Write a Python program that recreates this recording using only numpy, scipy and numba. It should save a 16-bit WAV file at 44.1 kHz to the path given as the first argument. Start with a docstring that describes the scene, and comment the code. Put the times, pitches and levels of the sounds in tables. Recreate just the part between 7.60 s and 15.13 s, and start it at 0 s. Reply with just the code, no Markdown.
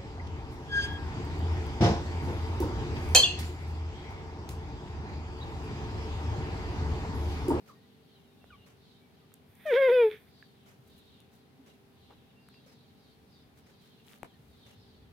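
"""A kitten close by gives one trilled mew: a near-sine voice with overtones coloured by mouth and throat.
Noise of breath surrounds it, and another kitten squeaks faintly in short gliding whistles.
Paws and claws knock as damped rings and bits of treble noise; fur rustles on carpet as grainy noise.
Behind them a wall clock ticks in filtered noise, birds twitter far off in sliding tones,
and the quiet room adds steady air noise, a fan motor's hum in sine lines and a swelling low rumble."""
import sys
import numpy as np
from scipy import signal
from scipy.fft import rfft, irfft, next_fast_len
from scipy.io import wavfile
from scipy.ndimage import uniform_filter1d
from numba import njit

SR = 44100
rng = np.random.default_rng(int(sys.argv[2]) if len(sys.argv) > 2 else 0)


def natural_amplitude(level_db):
    """Convert a level in decibels to a linear amplitude factor, elementwise."""
    exponent = np.asarray(level_db, float) / 20
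    return 10 ** exponent


def log_audio(samples):
    """Write samples as a 16-bit WAV file to the path given in sys.argv[1]."""
    # one column per channel
    frames = np.atleast_2d(samples).T
    # limit to full scale, then quantise
    limited = np.clip(frames, -1, 1)
    pcm = np.round(limited * 32767).astype(np.int16)
    wavfile.write(sys.argv[1], SR, pcm)


N = 331894
T = np.arange(N) / SR  # time in seconds
MIRROR = np.array([[1], [-1]])  # adds to the left, takes from the right


def on_log(table, hz):
    """Read a (Hz, value) table on a log-frequency axis."""
    table_hz, values = np.transpose(table)
    return np.interp(np.log(np.maximum(hz, 1)), np.log(np.maximum(table_hz, 1)), values)


def unit(x):
    """Scale to rms 1."""
    return x / np.sqrt(np.mean(x ** 2))


def shape(x, gain):
    """Filter by multiplying the spectrum by gain(Hz)."""
    size = next_fast_len(N)
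    hz = np.arange(size // 2 + 1) * SR / size
    return irfft(rfft(x, size) * gain(hz), size)[..., :N]


def bump(hz, centre, width):
    """Gain of one resonance."""
    return 1 / np.sqrt(1 + (2 * (hz - centre) / width) ** 2)


def resonances(table, hz, power):
    """Summed gain of the resonances in a (Hz, width Hz, dB) table; a higher power makes steeper sides."""
    return sum(natural_amplitude(db) * bump(hz, centre, width) ** power for centre, width, db in table)


def pulse(middle, half_width, power=2):
    """Smooth rise and fall around a moment in seconds."""
    return np.exp(-((T - middle) / half_width) ** power)


def walk(rate):
    """Random wander of rms 1: levels held for 1 / rate seconds, then smoothed twice."""
    k = max(int(SR / rate), 1)
    steps = np.repeat(rng.standard_normal(N // k + 1), k)
    return unit(uniform_filter1d(uniform_filter1d(steps, k), k)[:N])


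def pan(x, db):
    """Two channels, left louder by db."""
    return x * natural_amplitude(MIRROR * db / 2)


@njit
def svf(x, hz, width):
    """State-variable band-pass whose centre may move every sample."""
    y, b, l = np.empty(len(x)), 0., 0.
    for i in range(len(x)):
        g, k = np.tan(np.pi * hz[i] / SR), width / hz[i]
        v = (b + g * (x[i] - l)) / (1 + g * (g + k))
        b, l, y[i] = 2 * v - b, l + 2 * g * v, k * v
    return y


def band(x, hz, width):
    """Band-pass at a fixed or moving centre."""
    return svf(x, np.clip(hz + np.zeros(len(x)), 20, .45 * SR), float(width))


def double_band(x, hz, width):
    """The same band-pass twice, for steeper sides."""
    return band(band(x, hz, width), hz, width)


def echo(x, t60, wet_db, wait_s=0.0075):
    """Room tail: two decaying noises that start when the first wall answers."""
    t = np.arange(8000) / SR
    tail = rng.standard_normal((2, len(t))) * np.exp(-np.log(1000) * t / t60) * (t > wait_s)
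    tail /= np.sqrt(np.sum(tail ** 2, axis=1, keepdims=True))
    return natural_amplitude(wet_db) * signal.fftconvolve(np.atleast_2d(x), tail, axes=1)[:, :N]


def overtones(phase, gains, order):
    """Partials from number `order` up, each wavering a little, together of rms near 1."""
    tones = sum(g * natural_amplitude(2 * walk(60)) * np.cos((k + order) * (phase - .8)) for k, g in enumerate(gains))
    return tones / np.sqrt(sum(g ** 2 for g in gains) / 2)


def held(start, full, fade, end, db, lost_db):
    """Level in dB that rises, holds and falls; -120 dB outside."""
    levels_db = [db - lost_db, db, db, db - lost_db]
    return np.interp(T, [start, full, fade, end], levels_db, -120, -120)


# Colour of the room air. Each row: frequency in Hz, relative level in dB.
ROOM_COLOUR = [(15, -46.5), (25, -40), (82, -1.5), (249, 0.5), (335, -7.5), (439, -8), (489, -10),
               (560, -12.5), (796, -12), (1130, -17.5), (2350, -20), (4030, -22.5), (7310, -33.5),
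               (12200, -30), (16000, -33)]
# How alike the air is left and right. Each row: frequency in Hz, likeness (below 0 counts as 0).
ROOM_ALIKE = [(60, -0.23), (130, 0.86), (290, 0.59), (640, 0.2), (1410, -0.04), (3100, -0.96), (6820, -1.1),
              (15000, -1.1)]
# Hum lines of the fan motor. Each row: frequency in Hz, level in dB.
MOTOR_LINES = [(80, -78), (129.2, -77), (148, -76), (197, -78), (246, -74), (393.0, -74.5), (441.4, -76),
               (786.0, -83.5)]
# Swells of the low rumble. Each row: peak time in seconds, level in dB.
RUMBLE_SWELLS = [(.95, -63.5), (2.4, -71), (3.3, -64), (4.45, -65), (5.55, -65), (6.05, -70), (6.9, -65),
                 (7.4, -59.5)]


def room():
    """Steady air and far traffic as shaped noise, motor lines as wavering sines, a rumble as low noise."""
    mid, side = rng.standard_normal((2, N))
    alike = lambda f: np.clip(on_log(ROOM_ALIKE, f), 0, .99)
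    mid = shape(mid, lambda f: natural_amplitude(on_log(ROOM_COLOUR, f)) * np.sqrt(1 + alike(f)))
    side = shape(side, lambda f: natural_amplitude(on_log(ROOM_COLOUR, f)) * np.sqrt(1 - alike(f)))
    air = natural_amplitude(-62.5) * (mid + side * MIRROR) / np.std(mid)
    # the treble of the air rises and falls slowly
    air += shape(air, lambda f: f > 5000) * (natural_amplitude(0.56 * walk(4.3)) - 1)
    hum = 0
    for hz, db in MOTOR_LINES:
        line = np.sqrt(2) * np.sin(2 * np.pi * hz * T + 1.1 * walk(4.6))
        hum = hum + natural_amplitude(db + 2 * walk(6)) * line
    rise_db_per_s, fall_db_per_s = 50, 35
    swell = sum(natural_amplitude(db - np.maximum(rise_db_per_s * (s - T), fall_db_per_s * (T - s)))
                for s, db in RUMBLE_SWELLS)
    rumble = unit(double_band(rng.standard_normal(N), 84, 70)) * swell
    return pan(air, 0.95) + hum + rumble


# Far bird phrases. 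Each row: middle in seconds, length in seconds, level in dB, pitch in Hz at the middle.
BIRD_PHRASES = [(.1, .14, -72, 4200), (.28, .2, -71, 3700), (.54, .22, -69, 3600), (.95, .4, -70, 3300),
                (1.3, .2, -65.5, 3900), (1.58, .16, -72, 3900), (1.74, .15, -73, 3380),
                (2.8, .22, -66.5, 4000), (3.03, .2, -71, 3300), (3.34, .14, -66, 3700),
                (3.53, .25, -66, 3550), (3.8, .15, -74, 3900), (4.1, .12, -71, 3500),
                (4.48, .26, -66.5, 3550), (4.7, .14, -74, 3300), (4.95, .2, -67, 4000),
                (5.2, .3, -69, 4000), (5.48, .2, -69, 4000), (5.77, .16, -67, 4200), (6.3, .45, -67, 3750),
                (6.68, .2, -71, 3700), (7.04, .25, -65.5, 3800), (7.3, .3, -67, 4000)]
# Single far peeps. Each row: middle in seconds, length in seconds, pitch in Hz, level in dB.
BIRD_PEEPS = [(.17, .06, 1850, -76), (.245, .05, 1950, -75), (.835, 0.058, 2700, -75),
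              (1.006, .09, 2830, -74), (1.049, 0.013, 4240, -68), (1.45, 0.11, 2294, -78),
              (1.632, 0.032, 1216, -70), (4.797, 0.095, 2760, -74), (4.96, .06, 2738, -75),
              (6.745, 0.02, 1830, -69), (6.745, 0.0083, 4300, -66.5)]


def birds():
    """Falling twitters round a sliding centre and lone peeps, blurred by distance and walls."""
    s, length, db, hz = np.transpose(BIRD_PHRASES)[:, :, None]
    phrases = natural_amplitude(db) * pulse(s, length / 2)
    loud, now = phrases.sum(axis=0), np.argmax(phrases, axis=0)  # now: the loudest phrase at each moment
    slide_s = np.clip(T - s[now, 0], -length[now, 0], length[now, 0])
    fall_hz_per_s = 2200
    centre = uniform_filter1d(hz[now, 0] - fall_hz_per_s * slide_s, size=400)
    chirps = 0
    for offset in (-.19, -.12, -.05, 0.034, 0.12, 0.18):  # six voices, pitched around the centre
        cycle = np.cumsum(11 * (1 + .4 * walk(3))) / SR % 1  # about 11 chirps a second
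        pitch = centre * (1 + offset + .03 * walk(20) + .16 * (.5 - cycle))
        tone = np.sin(2 * np.pi * np.cumsum(pitch) / SR)
        chirps = chirps + tone * np.sin(np.pi * cycle) ** 2 * natural_amplitude(3.5 * walk(8))
    blur = unit(np.array([double_band(rng.standard_normal(N), centre, 1500) for _ in range(2)]))
    peeps = 0
    for s, length, hz, db in BIRD_PEEPS:
        tone = np.sin(2 * np.pi * hz * T + 2.2 * walk(40))
        peeps = peeps + natural_amplitude(db) * tone * pulse(s, length / 2, 4)
    return echo(unit(chirps) * loud, .14, -2.5) + natural_amplitude(-3) * blur * loud + peeps + echo(peeps, 0.05, 1)


# Resonances of the clock case. Each row: frequency in Hz, width in Hz, relative level in dB.
CLOCK_CASE = [(527, 72, 11), (1300, 1500, -2.5), (2170, 810, -5.5), (5900, 1200, -8), (12000, 5000, -13)]
# Ticks, one row a second. Each row: rattle level in dB, knock level in dB.
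CLOCK_TICKS = [(-74, -70), (-76, -60), (-69, -51), (-74.5, -74), (-74.5, -62), (-73, -56), (-78, -76),
               (-73.5, -58)]


def clock():
    """Once a second the gears step: a knock, then a rattle of about 70 ms in the case, far off."""
    first_s = .06
    since = (T - first_s) % 1
    rattle_db, knock_db = np.array(CLOCK_TICKS)[np.maximum(T - first_s, 0).astype(int)].T
    steps = np.minimum(since / 0.0032, 1) * np.exp(-since / 0.037)
    steps += .5 * np.exp(-((since - .05) / .035) ** 2)
    rattle = rng.standard_normal((2, N)) * natural_amplitude(2.8 * walk(120)) * steps
    case = shape(rattle, lambda f: resonances(CLOCK_CASE, f, 1))
    knock = np.sin(2 * np.pi * 560 * since) * since / 0.008 * np.exp(1 - since / 0.0059)
    return natural_amplitude(rattle_db) * unit(case) + natural_amplitude(knock_db) * knock


# Rustles of fur on carpet.
# Each row: middle in seconds, length in seconds, level in dB, tilt in dB per octave (900 to 9000 Hz).
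FUR_RUSTLES = [(3.2, 1.1, -79, 6), (6.92, .35, -76, 6), (3.29, .05, -69, 5), (3.385, .04, -66.5, 10.5),
               (3.756, 0.087, -68.5, -2), (4.517, 0.045, -57.5, -12), (5.986, 0.052, -65.5, -2.5),
               (6.257, 0.1, -68.5, -3.5), (6.515, 0.12, -61.5, -3), (6.654, .022, -60, -6)]


def rustles():
    """Brief swells of grainy noise from fur on carpet; a very dull one is more alike left and right."""
    out = 0
    for s, length, db, tilt_db in FUR_RUSTLES:
        swell = pulse(s, length / 2, 4)
        mid, side = rng.standard_normal((2, N)) * natural_amplitude(3 * walk(330))
        grain = mid + np.clip(2 + tilt_db / 8, .2, 1) * side * MIRROR
        tilt = lambda f: natural_amplitude(tilt_db * np.log2(np.clip(f, 900, 9000) / 2000)) * (f > 200)
        grain = shape(grain, tilt) * swell
        out = out + grain * natural_amplitude(db) * np.sqrt(np.mean(swell ** 2) / np.mean(grain ** 2))
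    return out


# Knocks of claws and hands. Each row: start in seconds, ring level in dB, ring pitch in Hz,
# cycles over which the ring decays (at least 0.3), treble crack level in dB, left minus right in dB.
KNOCKS = [(.8422, -43.5, 630, .67, -71.5, -11.5), (1.7192, -54, 1260, 1.5, -64, -5),
          (2.8262, -44, 1700, 4.5, -64, -8), (3.6032, -48, 4100, .9, -51, 4.5),
          (4.8872, -46.5, 1400, 1.3, -52, 6), (4.9432, -39.5, 2680, 1.1, -62, -.5),
          (6.4775, -47, 2000, .8, -60, 4.5), (6.483, -42, 3300, 1.3, -58, 12),
          (6.4945, -46, 2200, .8, -57, 9), (6.514, -45, 2150, .9, -57, 5), (6.5338, -32, 2880, .94, -53, 8),
          (6.5405, -44, 1500, .8, -51, 4.5), (6.6314, -27, 800, .7, -43, 9.5),
          (6.6324, -37, 330, 1, -52, 9.5)]
# Dry snaps, crack only. Each row: start in seconds, level in dB, left minus right in dB.
DRY_SNAPS = [(1.7402, -39, -5), (1.9532, -51.5, -4), (6.4685, -56, 5), (6.523, -58, 6), (6.585, -55, 10)]
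# Soft thumps of paws. Each row: start in seconds, level in dB, pitch in Hz.
PAW_THUMPS = [(0.31, -69, 201), (1.887, -58, 102), (3.189, -55, 130), (3.525, -69, 274),
              (3.992, -54.5, 269), (6.79, -58.5, 129), (7.056, -62.5, 121), (7.171, -55, 103)]


def clicks():
    """Each knock is a short damped ring and a crack of treble, a snap the crack alone; thumps ring low and soft."""
    out, t = np.zeros((2, N + 4096)), np.arange(4096) / SR
    crack = lambda: double_band(rng.standard_normal(len(t)), 10000, 14000) * np.exp(-t / 0.0011)

    def add(s, sound):
        start = int(s * SR)
        out[:, start:start + len(t)] += sound

    for s, ring_db, hz, cycles, crack_db, pan_db in KNOCKS:
        ring = -np.sin(2 * np.pi * hz * t) * np.exp(-t * hz / max(cycles, .3))
        ring += .5 * np.sin(2 * np.pi * min(3.0 * hz, 2800) * t) * np.exp(-t / 0.00053)
        add(s, pan(natural_amplitude(ring_db) * ring + natural_amplitude(crack_db) * crack(), pan_db))
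    for s, db, pan_db in DRY_SNAPS:
        add(s, pan(natural_amplitude(db) * crack(), pan_db))
    tail = echo(out[0, :N], 0.11, -11.5, wait_s=0.012)  # the thumps get no tail
    for s, db, hz in PAW_THUMPS:
        add(s, natural_amplitude(db) * np.sin(2 * np.pi * hz * t) * t / 0.0068 * np.exp(1 - t / 0.01))
    return out[:, :N] + tail


# Faint squeak notes. Each row: start in seconds, length in seconds, start pitch in Hz, end pitch in Hz,
# level in dB, second partial in dB relative to the first.
SQUEAK_NOTES = [(.084, .036, 1400, 900, -55, -24), (.116, .02, 1050, 1250, -57, -25),
                (.901, .018, 1480, 1380, -56, -9), (.914, .05, 1280, 1030, -58, -5.5)]


def squeaks():
    """Another kitten's short gliding whistles with a second partial: quick start, fading to the end."""
    out = 0
    for s, length, hz, end_hz, db, second_db in SQUEAK_NOTES:
        done = np.clip((T - s) / length, 0, 1)
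        glide_hz = (hz + (end_hz - hz) * done) * (1 + .025 * walk(300))
        phase = 2 * np.pi * np.cumsum(glide_hz) / SR
        size = natural_amplitude(db + 2 * walk(250)) * np.clip(np.minimum(done / .3, (1 - done) / .5), 0, 1)
        out = out + np.sqrt(2) * size * (np.sin(phase) + natural_amplitude(second_db) * np.sin(2 * phase))
    return pan(out, 0.5) + echo(out, .17, -8.5)


# Resonances of the nose. Each row: frequency in Hz, width in Hz, relative level in dB.
NOSE = [(9150, 230, 6.5), (10500, 500, -5), (11800, 380, 7.5), (13100, 500, -1), (14700, 1100, 2.5)]
# Resonances of the mouth for breath. Each row: frequency in Hz, width in Hz, relative level in dB.
MOUTH = [(1780, 780, 3.5), (2300, 450, 0.5), (3480, 480, 0.5), (5200, 1800, -27)]
# Air around the mew, through nose and mouth. Each holds: start, full, fade and end in seconds,
# level in dB when full, dB lost at start and end.
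NOSE_AIR = (1.86, 2.1, 2.42, 2.72, -61.5, 17)
MOUTH_AIR = (1.88, 2.16, 2.36, 2.72, -50.5, 27)
# Last lone closures of the vocal folds as the voice dies. Each row: start in seconds, level in dB.
CREAKS = [(2.5015, -37), (2.513, -31.5)]


def breath():
    """Thin hiss through the nose and a darker one through the mouth, puffed once a voice cycle, strongest in the trill."""
    # the last factor weakens everything below 8600 Hz
    nose_colour = lambda f: resonances(NOSE, f, 1.5) * bump(np.minimum(f, 8600), 12000, 900) ** 2
    nose = shape(rng.standard_normal((2, N)), nose_colour)
    when, hz, effort_db = np.transpose(MEW)[:3]
    voiced = np.clip((np.interp(T, when, effort_db, -90, -90) + 44) / 15, 0, .9)
    puffs = 1 + voiced * np.cos(2 * np.pi * np.cumsum(np.interp(T, when, hz)) / SR)
    trill_db = sum(14 * rough * pulse(s, spread) * (1 + .5 * walk(180)) for s, spread, rough in TRILL)
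    sigh_db = 8 * pulse(2.535, .05)  # a last puff as the voice stops
    mouth = unit(shape(rng.standard_normal(N) * puffs, lambda f: resonances(MOUTH, f, 2)))
    mouth *= natural_amplitude(held(*MOUTH_AIR) + sigh_db + trill_db + 2.5 * walk(60))
    for s, db in CREAKS:
        since = np.maximum(T - s, 0)
        ring = sum(natural_amplitude(gain_db) * np.sin(2 * np.pi * centre * since) * np.exp(-np.pi * width * since)
                   for centre, width, gain_db in MOUTH[:3])
        mouth += natural_amplitude(db) * ring * np.minimum(since / .0008, 3)
    return unit(nose) * natural_amplitude(held(*NOSE_AIR) + .8 * walk(40)) + pan(mouth, -5.5) + echo(mouth, 0.13, -6)


# Course of the mew. Each row: time in seconds, pitch in Hz, effort in dB,
# second partial in dB above the effort, overtones in dB above the effort.
MEW = [(2.05, 665, -47.5, -17, -9), (2.062, 628, -34, -18, -10), (2.098, 588, -30, -28, -7),
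       (2.112, 535, -26, -26, -9), (2.134, 450, -19.5, -22, -22), (2.15, 466, -21, -23, -24),
       (2.17, 526, -21, -20, -10), (2.186, 555, -22.5, -22, -10), (2.204, 548, -23, -22, -15),
       (2.226, 534, -20.5, -21, -11), (2.27, 521, -21, -24, -13), (2.29, 486, -19, -17, -22),
       (2.305, 476, -18, -21, -26), (2.325, 510, -20, -27, -16), (2.345, 512, -21.5, -33, -17),
       (2.374, 496, -19.5, -26, -19), (2.412, 478, -19, -20, -19.5), (2.44, 450, -19, -22, -26),
       (2.46, 437, -20, -23, -30), (2.486, 425, -27.5, -25, -30), (2.504, 430, -41, -28, -18),
       (2.59, 425, -60, -30, -15)]
# Moments where the trill breaks the voice. Each row: middle in seconds, half-width in seconds, roughness 0-1.
TRILL = [(2.148, 0.016, 0.36), (2.303, 0.019, 0.24)]
# Fixed throat resonances. Each row: frequency in Hz, width in Hz, relative level in dB.
THROAT = [(3400, 500, 0), (4800, 900, -23)]
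# Stereo colour of the near voice. Each row: frequency in Hz, left minus right in dB.
NEAR_BALANCE = [(60, 7), (110, 16.5), (200, -1), (380, -0.5), (700, 4), (1290, -11), (2380, -2), (4400, -5),
                (8120, -24.5), (15000, -5.5)]


def mew():
    """A near-sine fundamental with overtones coloured by mouth and throat; the trill shakes pitch and size."""
    s, *columns = np.transpose(MEW)
    hz, effort_db, second_db, over_db = (uniform_filter1d(np.interp(T, s, c), size=260) for c in columns)
    rough = 0.051 + sum(r * pulse(middle, spread) for middle, spread, r in TRILL)
    phase = 2 * np.pi * np.cumsum(hz * (1 + 0.077 * rough * walk(400))) / SR
    # the soft palate flaps about 90 times a second and chokes the voice at each beat
    choke_db = sum(-10 * r * pulse(middle, spread) * np.cos(np.pi * 90 * (T - middle - .005)) ** 2
                   for middle, spread, r in TRILL)

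    # the mouth opens after the last trill: its upper resonance steps up and the throat gets louder
    opened = np.clip((T - 2.335) / .02 + .5, 0, 1)
    low_hz, high_hz = 1620, 2150 + 280 * opened
    mouth_gains = [bump(k * hz, low_hz, 390) ** 2 + 1.1 * bump(k * hz, high_hz, 480) ** 2
                   for k in range(3, 7)]
    mouth = overtones(phase, mouth_gains, order=3)
    throat = overtones(phase, [resonances(THROAT, k * hz, 3) for k in range(5, 12)], order=5)
    throat_db = -20 + 10 * opened  # relative to the mouth overtones

    closed = np.clip((effort_db + 42.5) / 12, 0, 1)  # weak effort leaves the folds open: no overtones
    first = natural_amplitude(choke_db + 3 * (1 - closed) * walk(200)) * np.sin(phase)
    second = closed * natural_amplitude(second_db) * np.cos(2 * phase)
    voice = np.sqrt(2) * (first + second)
    voice += closed * natural_amplitude(over_db + 8 * rough * walk(250)) * (mouth + natural_amplitude(throat_db) * throat)
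    voice *= natural_amplitude(effort_db) * np.clip((T - 2.052) / .004, 0, 1) * np.clip((s[-1] - T) / .045, 0, 1)

    balance = lambda f, side: natural_amplitude(side * on_log(NEAR_BALANCE, f) / 2) * np.minimum(f / 330, 1) ** 3
    near = np.array([shape(voice, lambda f: balance(f, side)) for side in (1, -1)])
    tail = echo(shape(voice, lambda f: np.minimum(f / 1500, 1) ** 2), .25, -13)
    return near + tail


def scene():
    """All sources at the two microphones."""
    return room() + birds() + clock() + rustles() + clicks() + squeaks() + breath() + mew()


def low_pass(x):
    """Removes everything above the highest recorded frequency."""
    return signal.sosfilt(signal.butter(12, 15800, fs=SR, output="sos"), x)


def record(dry):
    """Turns the finished mix into the sound that is written out."""
    return low_pass(dry)


dry = scene()
out = record(dry)
log_audio(out)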